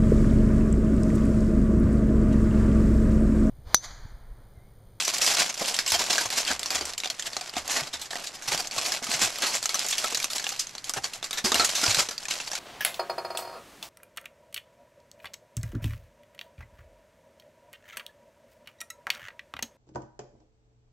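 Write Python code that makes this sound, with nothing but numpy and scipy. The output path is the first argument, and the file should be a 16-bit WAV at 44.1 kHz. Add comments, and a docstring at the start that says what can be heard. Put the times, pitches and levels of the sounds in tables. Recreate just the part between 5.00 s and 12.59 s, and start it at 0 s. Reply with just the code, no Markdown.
"""Hands fold thin metal foil back from a chocolate bar, close to a stereo microphone in a quiet room.
From the start, creases buckle and snap, each impulse exciting brief resonances of the foil,
while swarms of smaller creases crackle between them. Around 3 s the foil grows softer; the bar,
as it is turned, knocks dully against the fingers. The folding picks up again, eases near 6 s,
and reaches its loudest snaps and knocks from 6.4 to 7 s before it subsides."""
import sys
import numpy as np
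from scipy import signal
from scipy.fft import rfft, irfft, next_fast_len
from scipy.io import wavfile
from scipy.ndimage import uniform_filter1d

SR = 44100
rng = np.random.default_rng(int(sys.argv[2]) if len(sys.argv) > 2 else 0)


def generate_wav(signal):
    """Clip the signal to [-1, 1] and save it as 16-bit WAV at the path in sys.argv[1]."""
    frames = np.transpose(np.atleast_2d(signal))
    scaled = np.clip(frames, -1, 1) * 32767
    pcm = np.round(scaled).astype(np.int16)
    wavfile.write(sys.argv[1], SR, pcm)


N = 334719

# steady working of the hands: t/s, crackle level/dB, share of slack foil (0-1)
HANDLING = [(0, -35, 0.2), (.53, -44, 0.66), (1.2, -49, 0.6), (1.6, -43, 1), (2.2, -45.5, 0.76),
            (2.5, -41, 1), (3.1, -61, 1), (3.4, -47.5, 1), (3.85, -31, 0.6), (4.1, -39.5, 0.8),
            (4.6, -42, 0.47), (4.9, -56, 0.33), (5.5, -37, 0.55), (5.75, -52.5, 0.2), (6.35, -49, 1),
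            (6.6, -39.5, 0.36), (6.9, -25, 0.38), (7.15, -61, 0.58), (7.59, -37, 0.34)]


def snaps():
    """Buckling: a crease slips, cracks, then its facet and the hollow under it ring in free decay."""
    # loudest creases: t/s, level/dB, build-up/ms, T60/s, facet f/Hz, hollow f/Hz, low-band gain/dB
    creases = [(0.05, -24.0, 2.3, 0.11, 5870.0, 680.0, -24), (0.08, -20, 0.72, 0.046, 6100, 1070, 1),
               (0.143, -25.0, 8.8, 0.08, 5640, 850, -3), (0.183, -25, 0.5, 0.04, 4960, 850.0, -14),
               (0.217, -20, 2.9, 0.23, 5600.0, 1310.0, -17), (0.264, -18.5, 1.2, 0.3, 4950, 865, -26),
               (0.402, -22.5, 23, 0.16, 5030, 1610, -5), (0.462, -35, 1.8, 0.04, 3070.0, 430, -1),
               (0.476, -41.5, 4, 0.023, 3170, 820, 14), (0.5, -28.5, 8, 0.038, 6620.0, 720.0, 1.5),
               (0.542, -30.5, 0.5, 0.073, 5870, 1160, -11), (0.577, -32, 0.87, 0.27, 5000, 660, -9),
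               (0.615, -26.5, 4.3, 0.11, 4780.0, 557, 14), (0.685, -26, 12.7, 0.1, 4900, 1740.0, -26),
               (0.743, -24, 0.7, 0.09, 3220, 790.0, -8), (0.765, -25.5, 0.5, 0.078, 5240, 1470, -27),
               (0.789, -17.5, 0.68, 0.12, 4840, 1600, -2.5), (0.863, -24, 0.3, 0.17, 5400, 1100.0, -3.5),
               (0.878, -22.5, 2.1, 0.14, 2930.0, 1510.0, -16), (0.905, -23, 4.9, 0.055, 6300, 1640.0, -28),
               (0.92, -17.5, 0.6, 0.13, 5230, 910, -2), (0.949, -20.5, 11, 0.087, 4750, 700.0, 1),
               (0.994, -24, 3.6, 0.14, 3860, 945, -5), (1.007, -27, 11, 0.052, 2100.0, 990, 9),
               (1.106, -19.5, 6.2, 0.079, 4320, 703, 1.5), (1.131, -22.5, 3.6, 0.1, 4040, 1110, 1),
               (1.181, -18, 0.5, 0.15, 4900, 1540, 4.5), (1.213, -25.5, 5.6, 0.1, 4900.0, 946, 6),
               (1.258, -25.5, 2.5, 0.062, 6300, 1070.0, 8.5), (1.303, -26, 0.6, 0.1, 4330, 574, -3),
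               (1.327, -27, 2.3, 0.16, 3960.0, 795, -1.5), (1.381, -22, 11, 0.096, 5540.0, 1460.0, -8),
               (1.411, -30.5, 18, 0.08, 6650, 850.0, -3.0), (1.45, -28, 0.45, 0.032, 4570, 750.0, -16),
               (1.479, -24, 8.9, 0.11, 2570, 1660, -5), (1.515, -23.5, 11.2, 0.034, 4510.0, 1586, 10),
               (1.594, -27.5, 0.77, 0.06, 7600, 1140, -16), (1.631, -26, 0.7, 0.079, 3540.0, 960, -10),
               (1.659, -24.5, 0.46, 0.15, 5490.0, 1080, -2), (1.705, -22.5, 0.7, 0.24, 4550, 760, 0.5),
               (1.75, -26.5, 3.7, 0.059, 6700.0, 706, 1.0), (1.81, -25.5, 0.46, 0.16, 4700, 374, 9),
               (1.854, -28, 1.2, 0.084, 5940, 920, -5), (1.899, -37, 5.9, 0.048, 5800, 1630.0, -3.0),
               (1.935, -31.5, 0.3, 0.04, 4160.0, 730.0, -5), (1.979, -25.5, 0.4, 0.066, 7300, 1000.0, -17),
               (2.002, -28.0, 0.79, 0.036, 3760, 930.0, -21), (2.036, -27, 0.68, 0.04, 2260.0, 740, -2),
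               (2.045, -27, 0.78, 0.083, 3750.0, 1530, -3), (2.058, -25.5, 0.62, 0.04, 3600, 754, 2),
               (2.074, -30, 0.6, 0.061, 4790.0, 690, -3.0), (2.101, -23.0, 0.61, 0.076, 3200, 696, -4),
               (2.196, -26, 2, 0.085, 6500, 1830, -2), (2.224, -29.5, 0.5, 0.05, 3040, 1260, -22),
               (2.273, -31.5, 15.0, 0.052, 3130, 674, -6.5), (2.332, -32, 1.1, 0.14, 4470, 1810, 1),
               (2.367, -23, 0.37, 0.071, 4240, 713, 4), (2.411, -30, 0.65, 0.1, 4650, 710.0, 7),
               (2.477, -41, 5.4, 0.055, 2580.0, 610.0, -3.0),
               (2.495, -32.5, 0.7, 0.033, 4920.0, 400.0, -12), (2.538, -35, 0.3, 0.078, 3010.0, 690, 9),
               (2.567, -24.5, 0.74, 0.1, 2160.0, 707, 8.5), (2.678, -28.0, 0.3, 0.049, 6560, 720.0, -14),
               (2.711, -27.5, 14.2, 0.34, 6510.0, 1770, -4.0), (2.77, -25, 18, 0.1, 1900, 784, 0),
               (2.874, -34.5, 6, 0.071, 4400, 680, 7), (2.939, -30, 7.9, 0.11, 3580, 684, -6.5),
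               (2.996, -39, 2.5, 0.16, 4210, 1550, 8), (3.016, -31.5, 2.4, 0.15, 8100, 900, -7),
               (3.057, -38, 2.3, 0.079, 4630, 1720, -13), (3.109, -32, 3.3, 0.092, 4000, 680.0, -2),
               (3.132, -29.5, 0.54, 0.035, 1780, 1640.0, 16), (3.156, -27.5, 0.43, 0.031, 1960.0, 715, 10),
               (3.243, -34.0, 4.6, 0.087, 4860, 1670.0, -2), (3.273, -34, 7.7, 0.082, 4020, 1680, -42),
               (3.354, -38.5, 16, 0.067, 5260, 720.0, 2), (3.423, -36.5, 0.95, 0.45, 6270, 1680, 2.0),
               (3.485, -25, 7.6, 0.06, 5450, 860.0, -7), (3.521, -25.5, 1.1, 0.08, 4680.0, 1550, 12),
               (3.577, -27, 0.73, 0.16, 4740.0, 650.0, -10), (3.603, -26.0, 10, 0.065, 4720.0, 720, 3.5),
               (3.672, -29, 0.5, 0.051, 6560, 1700, -24), (3.711, -34, 0.5, 0.051, 4480, 716, -24),
               (3.784, -23, 4.6, 0.032, 3900, 1097, 1), (3.863, -27.5, 18, 0.18, 4570.0, 717, -1),
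               (3.921, -21.5, 0.38, 0.081, 5140, 1620, -1), (4.021, -37.5, 3.4, 0.032, 5420.0, 676, 25),
               (4.043, -30, 1.1, 0.07, 7000, 1320.0, -13), (4.069, -30.5, 2.6, 0.05, 2260, 1230, 3),
               (4.115, -28, 4.2, 0.28, 4670, 1590, -4.0), (4.145, -25, 19, 0.085, 2900, 1560, -2.0),
               (4.219, -20, 5.4, 0.24, 7000, 1610, -11), (4.358, -31, 0.8, 0.074, 4970, 417, -1),
               (4.386, -30.0, 0.69, 0.05, 3100, 1230, 5), (4.421, -23.0, 0.75, 0.2, 4170, 1600, 0),
               (4.437, -24, 10, 0.14, 2820, 1290, 4), (4.467, -24.5, 7, 0.3, 4300, 885, 1),
               (4.554, -27, 17, 0.15, 6800, 660.0, -16), (4.628, -26, 0.5, 0.2, 4600, 1340, -9.0),
               (4.657, -19.5, 0.25, 0.054, 6300, 1340, -4), (4.693, -23, 0.82, 0.16, 4340, 1230, -2.5),
               (4.744, -20.5, 0.5, 0.057, 6060, 1105, 4.0), (4.755, -25.5, 3.9, 0.053, 4000, 1270, 4),
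               (4.793, -22, 0.54, 0.033, 4810.0, 1780, -48), (4.851, -31.5, 5.2, 0.04, 2780, 475, 9),
               (4.864, -26.5, 0.7, 0.1, 6700, 1670, -36), (4.886, -25, 0.55, 0.097, 5900, 1690, -30),
               (4.912, -26.0, 8.1, 0.045, 5340, 1120, -19), (4.928, -23, 3.6, 0.086, 2600, 1110, -8),
               (4.982, -21.5, 0.65, 0.11, 2900, 940.0, -32), (5.043, -22, 2.3, 0.069, 3350, 1320, 11.5),
               (5.126, -35, 5.9, 0.039, 3890.0, 466, 20), (5.147, -21.5, 1.1, 0.081, 3900, 1720, -25),
               (5.173, -23.5, 1.4, 0.074, 6800, 1500.0, -15), (5.201, -27, 0.5, 0.07, 2370.0, 1290.0, -7),
               (5.228, -27, 2, 0.088, 4730, 1276, -23), (5.243, -20.0, 0.43, 0.061, 5940, 1110, -1.5),
               (5.303, -30.5, 2.7, 0.25, 3840, 1370, -3), (5.333, -27.5, 0.76, 0.033, 4800.0, 630, -0.5),
               (5.364, -31.5, 11, 0.069, 7120.0, 980, 4), (5.382, -26, 0.6, 0.068, 4070, 1570, -16),
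               (5.397, -28.5, 0.8, 0.062, 4600, 1580, 3), (5.442, -27, 1.8, 0.049, 3340, 1670, -1),
               (5.467, -24, 0.5, 0.04, 2830, 815, 3), (5.477, -38, 0.64, 0.11, 6100, 1570.0, -5.0),
               (5.491, -25.5, 0.8, 0.055, 6280.0, 1670.0, -20), (5.522, -32.5, 4, 0.061, 5090.0, 790.0, 0),
               (5.596, -22.0, 3.5, 0.12, 4930, 1230, -23), (5.67, -33.5, 0.59, 0.05, 6300, 1410.0, -25),
               (5.693, -39.5, 0.27, 0.054, 5890.0, 1540.0, -8), (5.752, -33, 1.1, 0.068, 6070.0, 757, 7),
               (5.782, -32, 0.75, 0.081, 4530, 1250, -5.0), (5.843, -32, 0.7, 0.13, 6570, 1700, -36),
               (5.895, -23.5, 0.3, 0.081, 5040, 1140, 0), (5.937, -25.5, 0.34, 0.12, 6000, 1420, 0.5),
               (5.975, -30, 10.7, 0.076, 2730.0, 807, 12.5), (6.043, -23, 2.3, 0.075, 4760.0, 1090, -8),
               (6.135, -31.5, 0.78, 0.15, 4200, 370.0, -12.0), (6.228, -29, 0.44, 0.08, 3820.0, 666, 2.5),
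               (6.243, -27.5, 0.9, 0.14, 4600, 1720.0, -36), (6.309, -27.5, 0.3, 0.065, 4850, 1290.0, -1),
               (6.33, -26, 0.34, 0.19, 3740, 1400, 1), (6.384, -26, 10, 0.094, 3800, 1780, 1.5),
               (6.448, -22, 5.1, 0.28, 4740, 375, 6), (6.519, -17.5, 0.58, 0.078, 3630, 1260, 11),
               (6.544, -17.5, 0.5, 0.088, 2820, 690, 0), (6.555, -19.5, 0.96, 0.15, 4060, 1710.0, 11),
               (6.597, -15.5, 0.39, 0.27, 4250.0, 1320, 9.5), (6.648, -18, 3.3, 0.096, 6900, 1150, -12),
               (6.753, -23.0, 2.3, 0.32, 6100, 1610.0, -13), (6.841, -21.0, 9.2, 0.043, 5260.0, 1400, 3.5),
               (6.864, -18.5, 0.81, 0.14, 4620.0, 743, 6), (6.912, -21.5, 8.7, 0.052, 4320, 590, -7),
               (6.946, -18, 0.3, 0.13, 4070, 1580, -4), (6.999, -20.5, 23, 0.095, 4720, 1340.0, 0),
               (7.088, -26.5, 0.95, 0.07, 6000, 430.0, 5.5), (7.111, -31, 2.6, 0.19, 4800, 1360, 4.5),
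               (7.18, -27, 1.6, 0.045, 4700, 1740, -24), (7.254, -30.5, 0.3, 0.035, 2460, 1750, -16),
               (7.285, -28.5, 0.5, 0.032, 6360, 1080.0, -4.0), (7.311, -26, 3.6, 0.1, 4420, 1590, -12),
               (7.401, -29, 0.34, 0.13, 2630.0, 690, 0), (7.476, -30.5, 3.6, 0.047, 4460, 850, -2),
               (7.516, -28, 0.7, 0.076, 5830, 1650, 3), (7.533, -29, 1.6, 0.073, 6410.0, 854, 4),
               (7.553, -26, 0.45, 0.089, 3970.0, 1450.0, -8.0)]
    # tightness of the fold, which brightens the snaps: t/s, treble gain/dB
    tightness = [(0, 0.5), (1.5, 1), (2.5, -1), (3.5, 1), (4.3, 2.5), (5.2, 4.5), (5.8, 0), (6.6, 1),
                 (7.59, -1)]
    length, onset = 4096, 1024  # samples
    crack_t60, ping_t60, pop_t60 = .006, .022, .038  # s
    times, db, build_ms, t60, facet_hz, hollow_hz, body_db = np.transpose(creases)[..., None]
    edge_db = np.interp(times, *np.transpose(tightness)) + 2.5 * rng.standard_normal(times.shape)
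    edge_db += 4 * np.log2(facet_hz / 4000)  # smaller facets are brighter
    t = (np.arange(length) - onset) / SR
    build_ms = np.clip(build_ms, .2, 15)
    sudden = np.clip(1 - build_ms / 3.5, 0, 1)  # only a quick give makes a sharp crack
    decay = sudden * amp(8 - 60 * abs(t) / crack_t60) + amp(-60 * abs(t) / np.maximum(t60, .015))
    lead = abs(1000 * t) / build_ms
    growth = amp(-8 * lead) * np.clip(10 * (1.3 - lead), 0, 1)  # slips set in abruptly, then grow
    envelope = np.where(t < 0, growth, decay) * signal.windows.tukey(length, .2)
    noise, slips = rng.standard_normal((len(times), length, 2)).T.swapaxes(1, 2)
    ping = (.2 + sudden) * amp(-5 - 60 * abs(t) / ping_t60) * np.sin(2 * np.pi * facet_hz * t)
    pop = amp(-19.5 - 60 * abs(t) / pop_t60) * np.sin(2 * np.pi * hollow_hz * t)
    burst = envelope * noise * amp(2 * slips) + (t > 0) * (ping + pop)
    neighbours_hz = np.exp(rng.uniform(np.log(1500), np.log(13000), (len(times), 4))).T[..., None]

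    def response(hz):
        """Filters in series multiply: the sheet, the local resonances and a bass roll-off."""
        facet = resonance(hz, facet_hz, db=1.67, sharpness=18)
        hollow = resonance(hz, hollow_hz, db=7.5 + .1 * body_db, sharpness=22)
        neighbours = np.prod([resonance(hz, f, db=.43, sharpness=48) for f in neighbours_hz], axis=0)
        low_cut = hz / np.hypot(hz, .2 * hollow_hz)
        return sheet(hz, body_db, edge_db) * facet * hollow * neighbours * low_cut

    sounds = coloured(burst, response)
    attack = sounds[:, onset:onset + round(.004 * SR)]
    sounds *= amp(db) / np.sqrt(np.mean(attack ** 2, axis=1, keepdims=True))
    out = np.zeros(N + onset)
    for start, sound in zip(times[:, 0], sounds):
        add(out, start, sound)
    return out[onset:]


def crackle(per_s=1500, spread_db=3.5, facets=16):
    """Shot noise: small creases give way at random, each ringing a facet of its own size."""
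    strength = amp(spread_db * np.minimum(rng.exponential(1, N), 4))
    impulses = strength * (rng.random(N) < per_s / SR)
    which = rng.integers(0, facets, N)
    out, t = np.zeros(N), np.arange(1024) / SR
    envelope = amp(-60 * t / .00063) + amp(-7.5 - 60 * t / .019)  # click and tail
    for k, facet_hz in enumerate(np.geomspace(500, 12000, facets)):
        burst = rng.standard_normal(len(t)) * envelope
        grain = coloured(burst, lambda hz: resonance(hz, facet_hz, db=5.1, sharpness=4.9))
        out += signal.oaconvolve(impulses * (which == k), unit_rms(grain))[:N]
    times, _, shares = np.transpose(HANDLING)
    share = np.interp(np.arange(N) / SR, times, shares)
    slack = coloured(out, lambda hz: sheet(hz, body_db=1.76))
    taut = coloured(out, lambda hz: sheet(hz, body_db=-10))
    out = share * slack + (1 - share) * taut
    out /= np.sqrt(uniform_filter1d(out ** 2, size=SR // 25) + 1e-20)  # the hands alone set the level
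    return effort() * out


def effort(fade_db=22, swell_share=.85, pause_s=.042, resume_s=.0046):
    """Incoherent sources add in power: handling and swarms set the crackle's level; pauses hush it."""
    # swarms of small creases as a fold gives way: peak t/s, level/dB, time to fall by fade_db/s
    swarms = [(0.0, -24, 0.094), (.6, -35, 0.07), (.648, -33, .05), (0.091, -24.5, 0.05), (.278, -25, 0.34),
              (.31, -26, 0.28), (0.403, -20, 0.083), (.687, -29, 0.22), (.875, -38, 0.045),
              (.936, -29, 0.086), (1.02, -27, 0.085), (1.145, -27, 0.34), (1.312, -33, 0.033),
              (1.384, -27, .1), (1.515, -28.5, 0.15), (1.761, -26, 0.082), (1.888, -32, 0.053),
              (2.052, -38.5, 0.05), (2.265, -39.5, .05), (2.581, -28.5, 0.043), (2.715, -28, 0.089),
              (2.789, -27.5, 0.11), (2.949, -34.5, 0.047), (3.167, -36.5, 0.26), (3.533, -24, 0.083),
              (3.792, -31.5, 0.054), (3.948, -29, 0.055), (4.04, -35, 0.033), (4.124, -28, 0.12),
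              (4.233, -22, 0.1), (4.437, -35, 0.29), (4.55, -23, 0.053), (4.643, -33.5, 0.071),
              (4.809, -30, 0.16), (5.055, -31.5, 0.63), (5.361, -26.5, 0.017), (5.881, -38, 0.054),
              (6.049, -31.5, 0.063), (6.15, -38.5, 0.051), (6.247, -33, 0.041), (6.463, -30.5, 0.075),
              (6.59, -28.5, 0.15), (6.696, -25, 0.036), (6.78, -41, 0.035), (6.996, -22.5, 0.086),
              (7.319, -31.5, 0.23)]
    # momentary stops of the hands: end t/s, depth/dB
    pauses = [(.07, 7), (.135, 4), (.21, 4.5), (.54, 3), (.575, 4), (.86, 0), (1.1, 1), (1.3, 6.5),
              (1.592, 12), (1.977, 11), (2.17, 1), (2.527, 10), (2.932, 4), (3.105, 12), (3.708, 15),
              (4.02, 15), (4.625, 5), (5.3, 10), (5.84, 5), (6.03, 10), (6.226, 9), (6.442, 14),
              (7.177, 11), (7.28, 13)]
    t = np.arange(0, N / SR + .002, .002)
    peak, db, dying_s = np.transpose(swarms)[..., None]
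    from_peak = np.maximum((t - peak) / dying_s, (peak - t) / (swell_share * dying_s))
    steady = amp(np.interp(t, *np.transpose(HANDLING)[:2]))
    power = steady ** 2 + (amp(db - fade_db * from_peak) ** 2).sum(0)
    end, depth_db = np.transpose(pauses)[..., None]
    hush = np.clip(1 - np.maximum((end - t) / pause_s, (t - end) / resume_s), 0, 1)
    return np.interp(np.arange(N) / SR, t, np.sqrt(power) * amp(-(depth_db * hush).sum(0)))


def sheet(hz, body_db=0, edge_db=0):
    """Frequency scales inversely with size: big slack areas of foil add lows, tight folds add highs."""
    # spectrum of the sheet: f/Hz, level/dB
    foil_spectrum = [(88, -21), (150, -15), (221, -7.5), (501, -6), (697, -3), (990, -5), (1110, -4),
                     (3180, -2.5), (4880, -1), (7200, -2), (9830, -13.5), (11500, -12.5), (15700, -33.5)]
    # mode of the foil lying on the bar: f/Hz, bandwidth/Hz, level/dB
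    contact_mode = [(730, 15, -15.5)]
    low = 1 / (1 + (hz / 1400) ** 4)
    high = 1 / (1 + (8500 / (hz + 1)) ** 6)
    mode = sum(amp(db) / np.sqrt(1 + (2 * (hz - f) / width) ** 2) for f, width, db in contact_mode)
    return amp(level_at(foil_spectrum, hz) + body_db * low + edge_db * high) * (1 + mode)


def knocks(cycles_per_t60=14.6, thud_hz=72, thud_t60_s=.43):
    """Damped oscillation: a soft blow sets the bar swinging over a slower, deeper thud of the hand."""
    # the bar bumping the fingers: t/s, swing level/dB, f/Hz, thud level/dB
    blows = [(.612, -30.5, 213, -64), (.926, -39.5, 91.5, -44), (1.257, -41, 107, -56),
             (1.505, -27, 259, -45), (1.746, -40, 240, -47), (1.817, -32, 360, -47),
             (2.566, -29, 258, -45.5), (2.82, -37, 143, -65), (2.936, -44, 260, -50),
             (3.482, -39.5, 132, -62), (3.541, -34.5, 168, -53), (3.77, -42, 121, -56),
             (4.021, -34, 245, -70), (4.089, -32, 233, -57), (4.147, -37, 151, -65), (4.219, -33, 198, -57),
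             (4.238, -37, 111, -50), (4.85, -37, 408, -75), (5.124, -41, 420, -75), (5.971, -36, 127, -50),
             (6.443, -21.5, 222, -46), (6.517, -33, 296, -57), (6.554, -35, 262, -44),
             (6.597, -29, 300, -53), (6.832, -24.5, 305, -60), (6.882, -27, 104, -49),
             (6.975, -32, 141, -48)]
    out, t = np.zeros(N), np.arange(SR // 5) / SR
    for start, db, hz, thud_db in blows:
        swing = amp(db - 60 * t * hz / cycles_per_t60) * (1 - np.exp(-t / .00067))
        thud = amp(thud_db - 60 * t / thud_t60_s) * (1 - np.exp(-t / .0037))
        add(out, start, swing * np.sin(2 * np.pi * hz * t) + thud * np.sin(2 * np.pi * thud_hz * t))
    return out


def room(level_db=-54):
    """Stationary noise: the faint background of the room, weak in the treble."""
    # spectrum of the background: f/Hz, relative level/dB
    room_spectrum = [(20, -2.5), (45, -14), (70, -21), (100, -6.5), (220, -13), (500, -14.5), (2000, -12.5),
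                     (7000, -45), (15000, -66)]
    noise = coloured(rng.standard_normal(N), lambda hz: amp(level_at(room_spectrum, hz)))
    return amp(level_db) * unit_rms(noise)


def resonance(hz, centre_hz, db, sharpness):
    """A Lorentzian peak of height db, added to a flat response."""
    return 1 + amp(db) / (1 + (sharpness * np.log((hz + 1) / centre_hz)) ** 2)


def coloured(x, gain):
    """Minimum-phase filtering: folding the cepstrum makes the response gain(hz) causal."""
    size = next_fast_len(x.shape[-1])
    log_gain = np.log(gain(np.fft.rfftfreq(size, 1 / SR)) + 1e-5)
    cepstrum = irfft(log_gain, size)
    cepstrum[..., 1:size // 2] *= 2
    cepstrum[..., size // 2 + 1:] = 0
    return irfft(rfft(x, size) * np.exp(rfft(cepstrum)), size)[..., :x.shape[-1]]


def level_at(spectrum, hz):
    """Level interpolated on a logarithmic frequency axis."""
    f, db = np.transpose(spectrum)
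    return np.interp(np.log(hz + 1), np.log(f + 1), db)


def amp(db):
    """Amplitude ratio of a level in decibels."""
    return 10 ** (np.asarray(db) / 20)


def unit_rms(x):
    """Normalisation to unit mean power."""
    return x / np.sqrt(np.mean(x ** 2) + 1e-20)


def add(mix, start_s, sound):
    """Superposition of a delayed sound on the mix."""
    part = mix[round(start_s * SR):][:len(sound)]
    part += sound[:len(part)]


def scene():
    """Linear superposition of foil, bar and room, slightly louder on the right."""
    background = room()
    return (snaps() + crackle() + knocks() + background) * amp([[-.4], [.4]])


def record(dry, bounce_t60_s=.032, cutoff_hz=15840):
    """Mid-side stereo: a sideways capsule hears near reflections whose phase drifts as the hands move."""
    # response of the sideways capsule: f/Hz, relative level/dB
    side_response = [(60, -49), (110, -48), (200, -24), (380, -13), (700, -17.5), (1290, -10), (2380, -8),
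                     (4400, -12.5), (8120, -7), (15000, -9)]
    t = np.arange(600) / SR
    bounce = rng.choice([-1., 1.], len(t)) * amp(-60 * t / bounce_t60_s)
    side = signal.oaconvolve(dry.mean(0), bounce / np.linalg.norm(bounce))[:N]
    side = coloured(side, lambda hz: amp(level_at(side_response, hz) - 1))
    drift = .006 * np.cumsum(np.repeat(rng.standard_normal(N // 64 + 1), 64)[:N])  # random walk, rad
    side = (signal.hilbert(side, next_fast_len(N))[:N] * np.exp(1j * drift)).real
    stereo = dry + side * [[1], [-1]]
    low_pass = signal.firwin(511, cutoff_hz, window=("kaiser", 9), fs=SR)
    return signal.oaconvolve(stereo, low_pass[None], "same")


dry = scene()
out = record(dry)
generate_wav(out)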